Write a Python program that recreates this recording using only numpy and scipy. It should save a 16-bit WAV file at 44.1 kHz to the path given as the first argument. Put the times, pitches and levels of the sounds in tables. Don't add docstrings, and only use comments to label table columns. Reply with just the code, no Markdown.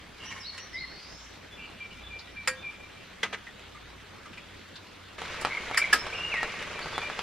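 import sys
import numpy as np
from scipy import signal
from scipy.fft import rfft, irfft, next_fast_len
from scipy.io import wavfile
from scipy.ndimage import uniform_filter1d

SR = 44100
rng = np.random.default_rng(int(sys.argv[2]) if len(sys.argv) > 2 else 0)


def log_audio(samples):
    frames = np.atleast_2d(samples).T
    limited = np.clip(frames, -1, 1)
    pcm = np.round(limited * 32767).astype(np.int16)
    wavfile.write(sys.argv[1], SR, pcm)


N = 318402
TIME = np.arange(N) / SR

# (frequency [Hz], level per hertz [dB])
LULL_SPECTRUM = [(12, -43), (20, -2), (54, -11.5), (97, -1), (118, -7.5), (178, -3.5), (205, -3.5),
                 (235, -5.5), (733, -11.5), (1170, -10.5), (1590, -9.5), (3760, -14.5), (12400, -42.5),
                 (13400, -64), (15000, -82)]
RAIN_SPECTRUM = [(15, -42), (25, -15), (53, -6.5), (163, 4.5), (250, -1.5), (501, 2.5), (811, -1.5),
                 (879, 0), (1540, 2), (2300, 4), (6720, -15.5), (10300, -29.5), (12400, -46), (13500, -42),
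                 (15000, -62)]
# (frequency [Hz], gain of the side signal [dB])
LULL_WIDTH = [(60, -31), (110, -12.5), (200, -7), (380, -0.5), (700, -3.5), (1290, -7.5), (2380, -8.5),
              (4400, -5), (8120, 4.5), (15000, 11)]
RAIN_WIDTH = [(60, -18), (110, -12), (200, -4), (380, -3), (700, -7.5), (1290, -9), (2380, -11.5),
              (4400, -4), (8120, 3), (15000, 28)]
NEAR_WIDTH = [(200, -28), (1000, -32), (2200, -16), (4000, -5.5), (7000, 2), (10000, 7.5), (14000, 12)]
# (time [s], level [dB], pitch of the pop [Hz], splash level [dB])
DROPS = [(5.184, -27, 1500, -18), (5.2183, -21, 890, -9.5), (5.4496, -9.5, 1030, -11),
         (5.471, -18, 990, -15), (5.7126, -17.5, 930, -20), (5.7458, -18, 1350, -8),
         (6.0676, -19.5, 1110, -10.5), (6.341, -17, 1130, -13), (6.4305, -17, 860, -7.5),
         (6.541, -21.5, 1300, -17), (6.6253, -28.5, 1100, -2.5), (6.792, -22, 1365, -10),
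         (6.859, -23.5, 800, -13), (6.9799, -13.5, 970, -12), (7.033, -28.5, 1080, -6),
         (7.0998, -18, 1200, -22), (7.1919, -15, 1120, -10.5)]
# (time [s], level [dB], pitch [Hz], splash level [dB], ringing [cycles])
SMALL_POPS = [(.5785, -33.5, 3230, -4.5, 0.45), (1.908, -43, 2890, -18, 2.2),
              (2.19, -37.5, 4330, -15, 0.98), (3.468, -40, 1880, -24, 2.6), (3.747, -48, 1220, -5, 5.6),
              (4.256, -44, 1210, -3, 2.1), (4.332, -39.5, 2700, -9, 1), (4.375, -37, 2500, -11.5, 0.88),
              (4.757, -37, 3800, -9, 0.68)]
# (frequency [Hz], level per hertz [dB])
SPLASH = [(300, -22), (1500, 9), (3000, 6), (5500, -7.5), (9000, -13), (15000, -31)]
# (frequency [Hz], t60 [s])
TENT_DECAY = [(200, 0.097), (1000, 0.069), (4000, 0.12), (12000, 0.013)]
FOREST_DECAY = [(1000, 0.26), (2200, 0.88), (6000, 0.66)]
# (frequency [Hz], level [dB], nominal bandwidth [Hz])
DRONE = [(58.8, -60, 4.6), (92, -61.5, 5.6)]
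# (time [s], level [dB])
DRONE_SWELL = [(0, -3), (1.3, 1.5), (2.3, 2.5), (2.8, -4), (4.7, -2), (5.3, 1.5), (7.2, 3)]
# (time [s], length [s], level [dB])
SCRAPES = [(0.152, 0.31, -46), (0.293, 0.063, -56), (0.509, 0.091, -50)]
# (frequency [Hz], level per hertz [dB])
GRIT = [(400, -16), (1100, 9), (2000, 12), (3300, -4), (4700, 3), (7500, -7), (9700, -18), (12000, -40),
        (15000, -49)]
# (frequency [Hz], level [dB], t60 [s])
SCRAPED_PAN_MODES = [(1077, 0, 0.053), (1730, -8, 0.037), (1856, 0, 0.073), (2240, 1, .04),
                     (2750, -11, 0.05), (4000, -8, 0.045), (4800, -8, .05), (5170, -13, .05),
                     (7010, -15, .04), (10100, -15, 0.033)]
# (time [s], level [dB], chattering contact [s], spectral tilt about 2 kHz [dB per octave])
PAN_KNOCKS = [(.577, -50, 0.0025, 1), (2.474, -25.5, 0.0075, 0)]
TABLE_KNOCKS = [(3.229, -24, 0.0064, -0.08), (3.326, -32.5, 0.021, -1.3), (3.464, -53, 0.0068, 0)]
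CUP_KNOCKS = [(5.409, -43, 0.0051, 3.8), (5.7715, -22.5, 0.0076, 0.8)]
DISH_KNOCKS = [(5.9265, -16.5, 0.0062, 0.67)]
# (frequency [Hz], level [dB], t60 [s])
PAN_MODES = [(518, -10.5, 0.33), (1110, -14, 0.11), (1335, -17, 0.23), (1626, -9, 0.3), (1866, -6.5, 0.23),
             (2358, -4.5, 0.17), (4600, -16, 0.22), (4970, -9, 0.088), (6800, -9, 0.07), (7150, -13, 0.07),
             (7200, -12, 0.11), (7655, -19, 0.06), (8600, -27, 0.17), (9060, -13, 0.036), (9348, -15, 0.11)]
TABLE_MODES = [(197, -17.5, 0.11), (443, -12.5, 0.092), (548, -9.5, 0.037), (1253, -14, 0.2),
               (1574, -3, 0.066), (2003, -4, 0.11), (3350, -6.5, 0.059), (6000, -26, 0.17)]
CUP_MODES = [(1320, -4, 0.11), (1810, -1.5, 0.09), (1880, 2, 0.061), (2330, 1, .06), (4520, -10.5, .09),
             (4640, -16, .08), (5152, -7.5, 0.095), (6950, -12, 0.075), (8000, -14.5, 0.12),
             (8200, -18, .08), (10050, -23, .06)]
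DISH_MODES = [(1280, -2.5, 0.14), (1630, -3.5, 0.13), (1707, 11, 0.04), (1840, -19, 0.27),
              (2300, -6, 0.051), (2720, -15, 0.066), (3500, -17, 0.07), (5010, -14, 0.053),
              (5270, -18, 0.07), (6850, -24, .05), (7700, -27, 0.06), (9270, -35, 0.058)]
# (frequency [Hz], level per hertz [dB])
PAN_CLACK = [(120, -66), (200, -45), (443, -27), (789, -14), (1170, -2), (2420, -1), (3870, -13.5),
             (5450, -8), (6300, -26), (7420, -10), (10300, -24.5), (12500, -27), (15000, -83)]
TABLE_CLACK = [(71, -46), (120, -31), (780, -10), (1990, -3), (3400, -8.5), (5280, -19), (6190, -20.5),
               (9400, -33.5), (10200, -47), (11900, -35), (14000, -92)]
CUP_CLACK = [(150, -29), (900, -13), (1800, 4.5), (2300, -6), (2900, -6), (4000, -19), (5000, -6),
             (5900, -21), (7000, -15.5), (10300, -19.5), (14300, -37), (15500, -48)]
DISH_CLACK = [(88, -60), (150, -19.5), (1040, -10.5), (1700, -4), (2020, -6.5), (2310, -11), (3280, -13),
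              (4310, -19.5), (5030, -11), (6110, -24), (8170, -23), (14300, -35), (15500, -59)]
# (frequency [Hz], t60 [s])
CLATTER_DECAY = [(400, 0.17), (2000, 0.16), (5000, 0.14), (12000, 0.15)]
DISH_CLATTER_DECAY = [(400, 0.25), (2000, 0.15), (5000, 0.18), (12000, 0.13)]
# (time [s], length [s], start pitch [Hz], end pitch [Hz], level [dB], buzz [share])
PEEPS = [(0.185, 0.14, 2850, 2916, -49.5, 0.064), (0.309, 0.029, 2385, 2050, -45, 0.028),
         (0.555, 0.089, 2003, 1753, -56, 0.058), (1.566, 0.097, 2554, 2803, -48.5, 0.048),
         (2.262, 0.051, 1920, 2014, -55, .01), (4.374, 0.06, 3406, 3317, -60, .007),
         (5.977, 0.048, 5330, 5320, -49, .003), (6.809, 0.042, 4450, 4700, -48.5, 0.04),
         (6.914, 0.06, 4730, 4100, -54, 0.038)]
# (time [s], level [dB])
UPSLIDES = [(3.464, -65), (3.785, -63.5), (4.475, -65.5)]
# (time [s], level [dB], pitch [ratio])
MOTIFS = [(.24, -44, 1.012), (.567, -44.5, .988)]
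# (delay [s], length [s], start pitch [Hz],
# target pitch [Hz], settling time [s], level [dB], buzz [share])
SYLLABLES = [(0, 0.088, 5300, 6000, 0.033, -9.5, .03), (0.153, .062, 5620, 4350, .055, -6.5, .018),
             (0.19, 0.036, 3800, 4050, .04, -4.5, .012), (0.21, 0.044, 3980, 4420, 0.0146, 1, 0.014)]
# (time [s], length [s], top pitch [Hz], sag of the ends [share],
# level [dB], swell [dB], buzz [share])
ARCHES = [(0.722, 0.14, 2115, 0.114, -48, 5, 0.022), (5.484, 0.104, 2225, 0.044, -40.5, 9, 0.02),
          (5.721, 0.065, 2295, 0.034, -42, 10, 0.034), (5.786, 0.075, 2310, 0.08, -33.5, 3, 0.016)]
# (time [s], high pitch [Hz], high-note level [dB], low-note level [dB])
PIPE_CALLS = [(1.503, 3440, -58.5, -54.5), (2.024, 3510, -53, -49.5), (2.553, 3550, -53, -45),
              (6.931, 3460, -49, -45)]
# (time [s], level [dB])
PIPS = [(1.794, -48), (2.355, -47.5), (6.745, -49.5)]
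# (time [s], pitch [Hz], level [dB])
SLUR = [(6.124, 2150, -29), (6.148, 2835, -40), (6.187, 2750, -38), (6.219, 2810, -37), (6.303, 2850, -39),
        (6.322, 2680, -33), (6.342, 2160, -33), (6.376, 1870, -35), (6.43, 1857, -41)]

CUT_S = 5.18
LULL_DB, RAIN_DB = -50, -41.5
WHINE_HZ, WHINE_DB = 13010, -70.5
NOTE_ATTACK_S, NOTE_RELEASE_S = .013, .018
UPSLIDE_S, UPSLIDE_FROM_HZ, UPSLIDE_TO_HZ, UPSLIDE_SETTLE_S = 0.144, 2500, 3970, 0.036
BUZZ_AT_S, BUZZ_S, BUZZ_FROM_HZ, BUZZ_TO_HZ, BUZZ_DB = .88, .39, 4220, 5800, -56
BUZZ_UPPER_RATIO, BUZZ_UPPER_DB = 1.2, -8
PIPE_HIGH_S, PIPE_GAP_S = 0.086, .066
PIPE_LOW_S, PIPE_FROM_HZ, PIPE_LOW_HZ, PIPE_SETTLE_S = 0.11, 2580, 2352, 0.0148
PIP_S, PIP_FROM_HZ, PIP_HZ = 0.09, 2450, 2330
PIPE_BUZZ, PIPE_RELEASE_S = .013, .045
ECHO_S = .17
EDGE_HZ = 15750


def amp(db):
    return 10 ** (np.asarray(db) / 20)


def evened(x):
    return x / np.sqrt(np.mean(x ** 2) + 1e-20)


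def read(points, hz):
    f, value = np.transpose(points)
    return np.interp(np.log(hz + 1), np.log(f + 1), value)


def add(mix, s, sound):
    part = mix[..., max(round(s * SR), 0):][..., :sound.shape[-1]]
    part += sound[..., :part.shape[-1]]


def colour(x, spectrum, tilt_db=0):
    size = next_fast_len(x.shape[-1])
    hz = np.fft.rfftfreq(size, 1 / SR)
    octaves = np.log2((hz + 1) / 2000)
    gain = amp(read(spectrum, hz) + tilt_db * octaves)
    return irfft(rfft(x, size) * gain, size)[..., :x.shape[-1]]


def fade(x, decay):
    hz, t, z = signal.stft(x, SR, nperseg=256)
    damping = amp(-60 * t / read(decay, hz)[:, None])
    return signal.istft(z * damping, SR, nperseg=256)[1][:, :x.shape[1]]


def wander(rate_hz, size):
    length = next_fast_len(size + SR)
    hz = np.fft.rfftfreq(length, 1 / SR)
    spectrum = rfft(rng.standard_normal(length)) * np.exp(-(hz / rate_hz) ** 2)
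    return evened(irfft(spectrum, length))[:size]


def stereo(pair, width):
    side = colour(pair[1], width)
    return np.array([pair[0] + side, pair[0] - side])


def echoes(x, decay, gap_s):
    signs = rng.choice([-1., 1.], (2, SR))
    taps = signs * (rng.random((2, SR)) < .1) * (TIME[:SR] > gap_s)
    tail = fade(taps, decay)
    return signal.oaconvolve(x[None], tail / np.linalg.norm(tail[0]), axes=1)[:, :N]


def wash(spectrum, patchy_db, flicker_db):
    frames, hz = N // 256 + 5, np.fft.rfftfreq(1024, 1 / SR)
    shape = (frames, len(hz))
    patches = uniform_filter1d(rng.standard_normal(shape), size=8, axis=0)
    patches = evened(uniform_filter1d(patches, size=14, axis=1))
    flicker = evened(uniform_filter1d(rng.standard_normal(shape), size=90, axis=1))
    z = rng.standard_normal((2, *shape)) + 1j * rng.standard_normal((2, *shape))
    z *= amp(patchy_db * patches + flicker_db * flicker)
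    noise = signal.istft(z.transpose(0, 2, 1), nperseg=1024, noverlap=768)[1][:, :N]
    return evened(colour(noise, spectrum))


def steady_tones():
    drone = np.zeros(N)
    for hz, db, width in DRONE:
        envelope = signal.hilbert(wander(width, size=N))
        carrier = np.exp(2j * np.pi * (hz - width / 2) * TIME)
        drone += amp(db) * evened((envelope * carrier).real)
    phase = 2 * np.pi * WHINE_HZ * TIME + np.array([[0], [2.4]]) + .3 * wander(8, size=N)
    whine = amp(WHINE_DB) * np.sin(phase)
    return drone * amp(np.interp(TIME, *np.transpose(DRONE_SWELL))) + whine


def pop(hz, splash_db, cycles=0.3, splash_s=0.0021, burst_s=0.0001, tick_db=-7, tick_s=0.00006):
    t = TIME[:2048]
    u = t * hz / cycles
    tick = np.exp(-(t / tick_s - np.e) ** 2)
    push = u * np.exp(1 - u) * np.sin(2 * np.pi * hz * t)
    hiss = evened(colour(rng.standard_normal(len(t)), SPLASH))
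    splash = hiss * np.exp(-t / splash_s) * (1 - np.exp(-t / burst_s))
    return amp(tick_db) * tick - push + amp(splash_db) * splash


def patter(per_s, low_hz, high_hz, spread_db, splash_db, cycles, count=20):
    out = np.zeros(N)
    for hz in np.geomspace(low_hz, high_hz, count):
        at = np.flatnonzero(rng.random(N) < per_s / count / SR)
        train = np.zeros(N)
        train[at] = amp(spread_db * np.minimum(rng.exponential(1, N)[at], 3))
        out += signal.oaconvolve(train, pop(hz, splash_db, cycles))[:N]
    return evened(out)


def under_tent(x, wet_db, aside=0.47):
    direct = np.array([x, aside * signal.hilbert(x).imag])
    return stereo(direct + amp(wet_db) * echoes(x, TENT_DECAY, gap_s=0.0019), NEAR_WIDTH)


def scrapes(slips_per_s=2500, grit_db=-4, ring_db=-2.5, catch_db=2.0, catch_hz=45, drift=.02, drift_hz=9):
    pressure, t = np.zeros(N), TIME[:SR // 8]
    for s, length, db in SCRAPES:
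        add(pressure, s, amp(db) * np.sin(np.linspace(0, np.pi, round(length * SR))))
    pressure *= amp(catch_db * np.tanh(wander(catch_hz, size=N)))
    slips = rng.standard_normal((2, N)) * (rng.random((2, N)) < slips_per_s / SR)
    body = sum(amp(db - 60 * t / t60) * np.sin(2 * np.pi * hz * t) for hz, db, t60 in SCRAPED_PAN_MODES)
    place = np.cumsum(1 + drift * wander(drift_hz, size=N)) / SR
    ring = evened(np.array([np.interp(place, TIME, signal.oaconvolve(row, body)[:N]) for row in slips]))
    grit = evened(colour(slips, GRIT))
    return stereo(pressure * (amp(grit_db) * grit + amp(ring_db) * ring), NEAR_WIDTH)


def slide(length, from_hz, to_hz, settle_s):
    return to_hz + (from_hz - to_hz) * np.exp(-TIME[:round(length * SR)] / settle_s)


def note(glide, db, buzz, swell_db=0, flutter_db=0, flutter_hz=110, buzz_hz=350, release_s=NOTE_RELEASE_S):
    t = TIME[:len(glide)]
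    hz = glide * (1 + buzz * wander(buzz_hz, size=SR // 2)[:len(t)])
    gate = np.minimum(t / NOTE_ATTACK_S, 1) * np.minimum(t[::-1] / release_s, 1)
    flutter = flutter_db * np.tanh(wander(flutter_hz, size=SR // 2)[:len(t)])
    swell = gate * amp(swell_db * t / t[-1] + flutter)
    return amp(db) * evened(swell * np.sin(2 * np.pi * np.cumsum(hz) / SR))


def among_trees(song, direct_db, blur_db, wet_db, echo_db):
    heard = amp(wet_db) * echoes(song, FOREST_DECAY, gap_s=0.027)
    heard += amp(blur_db) * echoes(song, TENT_DECAY, gap_s=0.00076)
    add(heard, ECHO_S, amp(echo_db) * heard)
    heard[0] += amp(direct_db) * song
    return stereo(heard, NEAR_WIDTH)


def distant_birds():
    out = np.zeros(N)
    for s, db in UPSLIDES:
        rise = slide(UPSLIDE_S, UPSLIDE_FROM_HZ, UPSLIDE_TO_HZ, UPSLIDE_SETTLE_S)
        add(out, s, note(rise, db, buzz=0.0039))
    for s, length, from_hz, to_hz, db, buzz in PEEPS:
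        add(out, s, note(np.linspace(from_hz, to_hz, round(length * SR)), db, buzz))
    return out


def thin_song():
    out = np.zeros(N)
    for s, db, ratio in MOTIFS:
        for delay, length, from_hz, to_hz, settle_s, syllable_db, buzz in SYLLABLES:
            glide = ratio * slide(length, from_hz, to_hz, settle_s)
            add(out, s + delay, note(glide, db + syllable_db, buzz, swell_db=-1, flutter_db=3.5))
    rise = np.linspace(BUZZ_FROM_HZ, BUZZ_TO_HZ, round(BUZZ_S * SR))
    add(out, BUZZ_AT_S, note(rise, BUZZ_DB, buzz=0.0354, swell_db=-4.5))
    add(out, BUZZ_AT_S, note(rise * BUZZ_UPPER_RATIO, BUZZ_DB + BUZZ_UPPER_DB, buzz=0.073))
    return out


def knocks(table, modes, clack, decay, ring_db, clack_db, tail_db, rise_s, stop_s=0.007):
    out, t = np.zeros((2, N)), TIME[:SR // 2]
    for s, db, contact_s, tilt_db in table:
        noise = evened(colour(rng.standard_normal((2, len(t))), clack, tilt_db))
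        chatter = amp(clack_db) * noise * np.exp(-np.maximum(t - contact_s, 0) / stop_s)
        clatter = amp(tail_db) * fade(noise, decay)
        ring = np.zeros((2, len(t)))
        for hz, mode_db, t60 in modes:
            damping_db = 60 * np.maximum(t - contact_s / 2, 0) / t60
            envelope = amp(mode_db + tilt_db * np.log2(hz / 2000) - damping_db)
            ring += envelope * np.sin(2 * np.pi * (hz * t + rng.random((2, 1))))
        ring *= np.minimum(t / contact_s, 1)
        strike = (chatter + clatter) * np.minimum(t / rise_s, 1)
        add(out, s, amp(db) * (strike + amp(ring_db) * ring))
    return stereo(out, NEAR_WIDTH)


def single_pops(table):
    out = np.zeros(N)
    for s, db, *shape in table:
        add(out, s, amp(db) * pop(*shape))
    return out


def arched_whistles():
    out = np.zeros(N)
    for s, length, top_hz, sag, db, swell_db, buzz in ARCHES:
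        arch = top_hz * (1 - sag * np.linspace(-1, 1, round(length * SR)) ** 2)
        add(out, s, note(arch, db, buzz, swell_db, flutter_db=9.5, flutter_hz=160))
    return out


def piping_bird():
    out = np.zeros(N)
    for s, high_hz, high_db, low_db in PIPE_CALLS:
        high = np.full(round(PIPE_HIGH_S * SR), high_hz)
        low = slide(PIPE_LOW_S, PIPE_FROM_HZ, PIPE_LOW_HZ, PIPE_SETTLE_S)
        add(out, s, note(high, high_db, PIPE_BUZZ, release_s=PIPE_RELEASE_S))
        add(out, s + PIPE_GAP_S, note(low, low_db, PIPE_BUZZ, swell_db=4, release_s=PIPE_RELEASE_S))
    for s, db in PIPS:
        pip = slide(PIP_S, PIP_FROM_HZ, PIP_HZ, PIPE_SETTLE_S)
        add(out, s, note(pip, db, PIPE_BUZZ, release_s=PIPE_RELEASE_S))
    return out


def long_whistle():
    out = np.zeros(N)
    s, hz, db = np.transpose(SLUR)
    t = np.arange(s[0], s[-1], 1 / SR)
    add(out, s[0], note(np.interp(t, s, hz), np.interp(t, s, db), buzz=0.012, flutter_db=5))
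    return out


def scene():
    after_cut = np.clip((TIME - CUT_S) / 0.0023, 0, 1)
    lull = amp(LULL_DB) * stereo(wash(LULL_SPECTRUM, patchy_db=2.0, flicker_db=0.5), LULL_WIDTH)
    light = patter(per_s=70, low_hz=1180, high_hz=4900, spread_db=1.5, splash_db=2.0, cycles=0.29)
    lull += amp(-61.5) * under_tent(light, wet_db=-9.5)
    rain = amp(RAIN_DB) * stereo(wash(RAIN_SPECTRUM, patchy_db=1.0, flicker_db=1.0), RAIN_WIDTH)
    dull = patter(per_s=300, low_hz=650, high_hz=3250, spread_db=4.5, splash_db=-14.0, cycles=0.2)
    rain += amp(-48.5) * under_tent(dull, wet_db=-1.5)
    ringing = patter(per_s=400, low_hz=980, high_hz=3760, spread_db=5.0, splash_db=-14.5, cycles=0.43)
    rain += amp(-48.5) * under_tent(ringing, wet_db=-8)
    weather = (1 - after_cut) * lull + after_cut * rain
    fabric_drops = under_tent(single_pops(DROPS), wet_db=-7.0)
    utensil_tick = single_pops(SMALL_POPS[:1])
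    bird_chip = single_pops(SMALL_POPS[2:3])
    drips = single_pops(SMALL_POPS[1:2]) + single_pops(SMALL_POPS[3:])
    small_pops = under_tent(utensil_tick + bird_chip + drips, wet_db=4)
    pan = scrapes() + knocks(PAN_KNOCKS, PAN_MODES, PAN_CLACK, CLATTER_DECAY,
                             ring_db=2.0, clack_db=-1.5, tail_db=-4.5, rise_s=0.0014)
    table = knocks(TABLE_KNOCKS, TABLE_MODES, TABLE_CLACK, CLATTER_DECAY,
                   ring_db=1.5, clack_db=-7.0, tail_db=-3.5, rise_s=0.0046)
    cup = knocks(CUP_KNOCKS, CUP_MODES, CUP_CLACK, DISH_CLATTER_DECAY,
                 ring_db=0, clack_db=-6.5, tail_db=-1.0, rise_s=0.0054)
    dish = knocks(DISH_KNOCKS, DISH_MODES, DISH_CLACK, DISH_CLATTER_DECAY,
                  ring_db=1.5, clack_db=-7.0, tail_db=-3.5, rise_s=0.0081, stop_s=0.0063)
    song = among_trees(piping_bird() + distant_birds(), direct_db=-4, blur_db=-4, wet_db=-5.0, echo_db=-11)
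    song += among_trees(thin_song(), direct_db=-4, blur_db=-4, wet_db=-3.5, echo_db=-19)
    song += among_trees(arched_whistles(), direct_db=2.7, blur_db=-2.5, wet_db=-5.0, echo_db=-26)
    song += among_trees(long_whistle(), direct_db=-0.5, blur_db=-12, wet_db=-4.5, echo_db=-9.5)
    return weather + fabric_drops + small_pops + pan + table + cup + dish + song + steady_tones()


def record(dry):
    low_pass = signal.firwin(255, EDGE_HZ, window=("kaiser", 9), fs=SR)
    return signal.oaconvolve(dry, low_pass[None], "same")


dry = scene()
out = record(dry)
log_audio(out)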